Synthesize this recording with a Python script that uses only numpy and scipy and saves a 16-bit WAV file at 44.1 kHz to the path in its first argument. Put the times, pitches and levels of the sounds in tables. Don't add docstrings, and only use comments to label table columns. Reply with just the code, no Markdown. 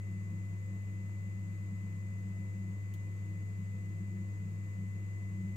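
import sys
import numpy as np
from scipy import signal
from scipy.fft import rfft, irfft
from scipy.io import wavfile
from scipy.ndimage import uniform_filter1d

SR = 44100
rng = np.random.default_rng(int(sys.argv[2]) if len(sys.argv) > 2 else 0)


def wrap_up_sound(samples):
    columns = np.atleast_2d(samples).T
    tamed = np.clip(columns, -1, 1)
    steps = np.round(tamed * 32767).astype(np.int16)
    wavfile.write(sys.argv[1], SR, steps)


N = 245195

# (frequency [Hz], rms level [dB], left-right [dB], left lead [rad])
HUM_LINES = [(100, -39.5, 2, -0.31), (200, -63.5, -1.5, 0.13), (300, -76, -5, -0.064)]
# (shaft order [-], level re motor [dB], left-right [dB], left lead [rad])
SHAFT_TONES = [(1, -4, 0, -0.4), (2, -3.5, -5, 0), (12, -10.5, 2, -2.2), (25, -27, -2.5, -3.2),
               (31, -15, 5.5, -3.5), (48, 3.8, 6.5, 2.35)]
# (time [s], frequency [Hz])
WHINE_HZ = [(0, 2015.0), (0.8, 2015.2), (2.9, 2012.5), (4.4, 2012.7), (5.05, 2013.6), (5.35, 2017.4),
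            (5.55, 2018.6)]
# (time [s], level [dB])
MOTOR_DB = [(0, -66), (4.35, -66), (4.55, -68.5), (4.75, -64.5), (5.0, -67), (5.2, -65), (5.55, -63.5)]
# (frequency [Hz], width [Hz], relative level [dB])
DRONE_MODES = [(158.8, 2.1, -3), (167.9, 4.9, -3), (178.6, 5.6, -7), (192.4, 7.9, -1.5), (192.4, 3.6, 0.5),
               (209, 9, -13)]
# (time [s], level [dB])
DRONE_DB = [(0, -50.0), (0.3, -46.5), (0.75, -51.7), (1.9, -48.0), (2.6, -47), (3.0, -53), (4.0, -46.5),
            (5.2, -50), (5.5, -42.5)]
# (frequency [Hz], density [dB/Hz])
RUSH_SPECTRUM = [(20, -94), (45, -95.5), (80, -83.5), (135, -82), (235, -86.5), (380, -99), (600, -96.5),
                 (730, -98.5), (790, -103), (880, -100), (1250, -100), (1600, -104), (2300, -102),
                 (2750, -104), (3300, -116)]
# (frequency [Hz], density [dB/Hz])
HISS_SPECTRUM = [(2500, -122), (3600, -112), (5700, -115), (6150, -112), (6500, -105), (7500, -104.5),
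                 (8400, -114), (10000, -128)]
# (frequency [Hz], width [Hz], density [dB/Hz])
HOLLOW_MODES = [(970, 43, -95.5), (1040, 25, -94), (1102, 35, -92), (1138, 45, -104), (1804, 12, -92),
                (2060, 13, -102), (2585, 13, -99), (6480, 120, -100), (6600, 140, -106), (7470, 73, -106)]
# (frequency [Hz], width [Hz], density [dB/Hz])
WALL_MODES = [(74, 18, -77.5), (90, 4, -73.5), (113.3, 10, -77.5), (251, 18, -86), (282.6, 9, -82),
              (306.6, 9.2, -78.5), (317.4, 9.7, -74.5), (347.4, 13, -80.5), (362, 5.5, -80.5),
              (401.3, 12, -87.5), (433, 19.5, -86), (469, 16, -89.5), (500.2, 10.4, -84.5),
              (554.3, 20.6, -89), (654, 10, -96.5), (691.4, 15, -91)]
# (frequency [Hz], left-right [dB])
BALANCE_DB = [(60, 3), (200, 1.5), (330, 0.5), (450, -6.5), (700, -0.5), (1050, -0.5), (1500, 1.5),
              (2400, 5.5), (3200, 3.5), (4500, -1.5), (6800, 1), (7700, -4.5), (10000, -0.5), (16000, -1)]
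# (frequency [Hz], correlation [-])
EAR_CORRELATION = [(50, 0.99), (200, 0.99), (380, 0.86), (700, 0.098), (2400, 0.52), (4400, .2),
                   (7000, 0.04), (9000, 0.034)]
# (time [s], gain [dB], left-right [dB])
TICKS = [(1.094, -53.5, 10), (2.109, -58, 4.5)]
# (frequency [Hz], relative level [dB], t60 [s])
TICK_MODES = [(640, -4, 0.011), (955, 1.5, .008), (1300, 0, 0.008), (1700, -6, 0.0068), (2400, -12, .006)]
# (time [s], gain [dB], left-right [dB])
CLICKS = [(2.9394, -41, 0)]
# (frequency [Hz], relative level [dB], t60 [s])
CASING_MODES = [(2300, -15, 0.0032), (3170, -8, 0.0028), (4240, -10, 0.002), (6700, -12.5, 0.0066),
                (9600, -6, 0.00096), (13200, 2.5, 0.00071), (14900, 1, .0008)]

TIME_S, BIN_HZ = np.arange(N) / SR, np.fft.rfftfreq(N, 1 / SR)
HALF_SPLIT = np.array([[.5], [-.5]])


def from_db(db):
    return 10 ** (np.asarray(db) / 20)


def per_sample(curve):
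    return np.interp(TIME_S, *np.transpose(curve))


def per_bin(curve):
    hz, value = np.transpose(curve)
    return np.interp(np.log(BIN_HZ + 1), np.log(hz), value)


def wander(count, span):
    lowpass = np.exp(-(np.fft.rfftfreq(count) * span * 2) ** 2)
    slow = irfft(rfft(rng.standard_normal(count)) * lowpass, count)
    return slow / slow.std()


def tone(cycles, pan_db, lead_rad):
    phase_rad = 2 * np.pi * (cycles + rng.random()) + lead_rad * HALF_SPLIT
    return np.sqrt(2) * np.sin(phase_rad) * from_db(pan_db * HALF_SPLIT)


def mains_hum(waver_db):
    hum = sum(from_db(db) * tone(hz * TIME_S, pan_db, lead_rad) for hz, db, pan_db, lead_rad in HUM_LINES)
    return hum * from_db(waver_db * wander(N, SR / 2))


def motor(whine_order, jitter_hz, flutter_hz, flutter_depth, waver_db):
    whine_hz = per_sample(WHINE_HZ) + jitter_hz * wander(N, SR / 20)
    shaft_turns = np.cumsum(whine_hz) / SR / whine_order
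    flutter = 1 + flutter_depth * np.sin(2 * np.pi * flutter_hz * TIME_S)
    level_db = per_sample(MOTOR_DB) + waver_db * wander(N, SR / 10)
    return flutter * sum(from_db(level_db + db) * tone(order * shaft_turns, pan_db, lead_rad)
                         for order, db, pan_db, lead_rad in SHAFT_TONES)


def resonances(modes):
    return sum(from_db(db) ** 2 / (1 + (2 * (BIN_HZ - hz) / width_hz) ** 2) ** 2
               for hz, width_hz, db in modes)


def stereo_noise(power_per_hz, left_lag_s=0):
    mid, side = rfft(rng.standard_normal((2, N)))
    correlation = per_bin(EAR_CORRELATION)
    ears = np.sqrt(1 + correlation) * mid + np.sqrt(1 - correlation) * side * [[1], [-1]]
    ears[0] *= np.exp(-2j * np.pi * BIN_HZ * left_lag_s)
    balance = from_db(per_bin(BALANCE_DB) * HALF_SPLIT)
    return irfft(ears * np.sqrt(power_per_hz * SR) / 2 * balance, N)


def pipe_drone(pulse_db, pulse_s, leveling_s):
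    beating = stereo_noise(resonances(DRONE_MODES)) * from_db(pulse_db * wander(N, pulse_s * SR))
    running_power = uniform_filter1d(beating.mean(axis=0) ** 2, size=int(leveling_s * SR))
    return beating / np.sqrt(running_power) * from_db(per_sample(DRONE_DB))


def rush_and_hiss(rush_top_hz, ripple_db, ripple_span_hz, floor_db_per_hz, left_lag_s):
    rush = from_db(per_bin(RUSH_SPECTRUM)) ** 2 / (1 + (BIN_HZ / rush_top_hz) ** 8)
    hiss = from_db(per_bin(HISS_SPECTRUM)) ** 2
    span_bins = ripple_span_hz * N / SR
    ripple = from_db([ripple_db * wander(len(BIN_HZ), span_bins) for ear in range(2)])
    power_per_hz = (rush + hiss) * ripple ** 2 + resonances(HOLLOW_MODES) + from_db(floor_db_per_hz) ** 2
    airborne = stereo_noise(power_per_hz, left_lag_s)
    wall = stereo_noise(resonances(WALL_MODES))
    return airborne + wall


def slips(events, modes, room_db, room_t60_s):
    age_s = np.arange(SR // 5) / SR
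    ring = sum((-1) ** k * from_db(db - 60 * age_s / t60_s) * np.sin(2 * np.pi * hz * age_s)
               for k, (hz, db, t60_s) in enumerate(modes))
    room = rng.standard_normal((2, len(age_s))) * from_db(room_db - 60 * age_s / room_t60_s)
    room[:, 0] = 1
    response = signal.fftconvolve(room, ring[None], axes=1)
    impulses = np.zeros((2, N))
    for time_s, db, pan_db in events:
        impulses[:, round(time_s * SR)] = from_db(db + pan_db * HALF_SPLIT[:, 0])
    return signal.fftconvolve(impulses, response, axes=1)[:, :N]


def scene():
    hum = mains_hum(waver_db=0.12)
    whine = motor(whine_order=48, jitter_hz=0.64, flutter_hz=16.1, flutter_depth=0.12, waver_db=0.57)
    drone = pipe_drone(pulse_db=1.3, pulse_s=0.027, leveling_s=0.41)
    noise = rush_and_hiss(rush_top_hz=3500, ripple_db=1.58, ripple_span_hz=30,
                          floor_db_per_hz=-117.3, left_lag_s=0.000384)
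    pipe_ticks = slips(TICKS, TICK_MODES, room_db=-30, room_t60_s=0.14)
    casing_click = slips(CLICKS, CASING_MODES, room_db=-22, room_t60_s=0.094)
    return hum + whine + drone + noise + pipe_ticks + casing_click


def record(dry):
    return signal.sosfilt(signal.ellip(12, .1, 80, 15750, fs=SR, output="sos"), dry)


dry = scene()
out = record(dry)
wrap_up_sound(out)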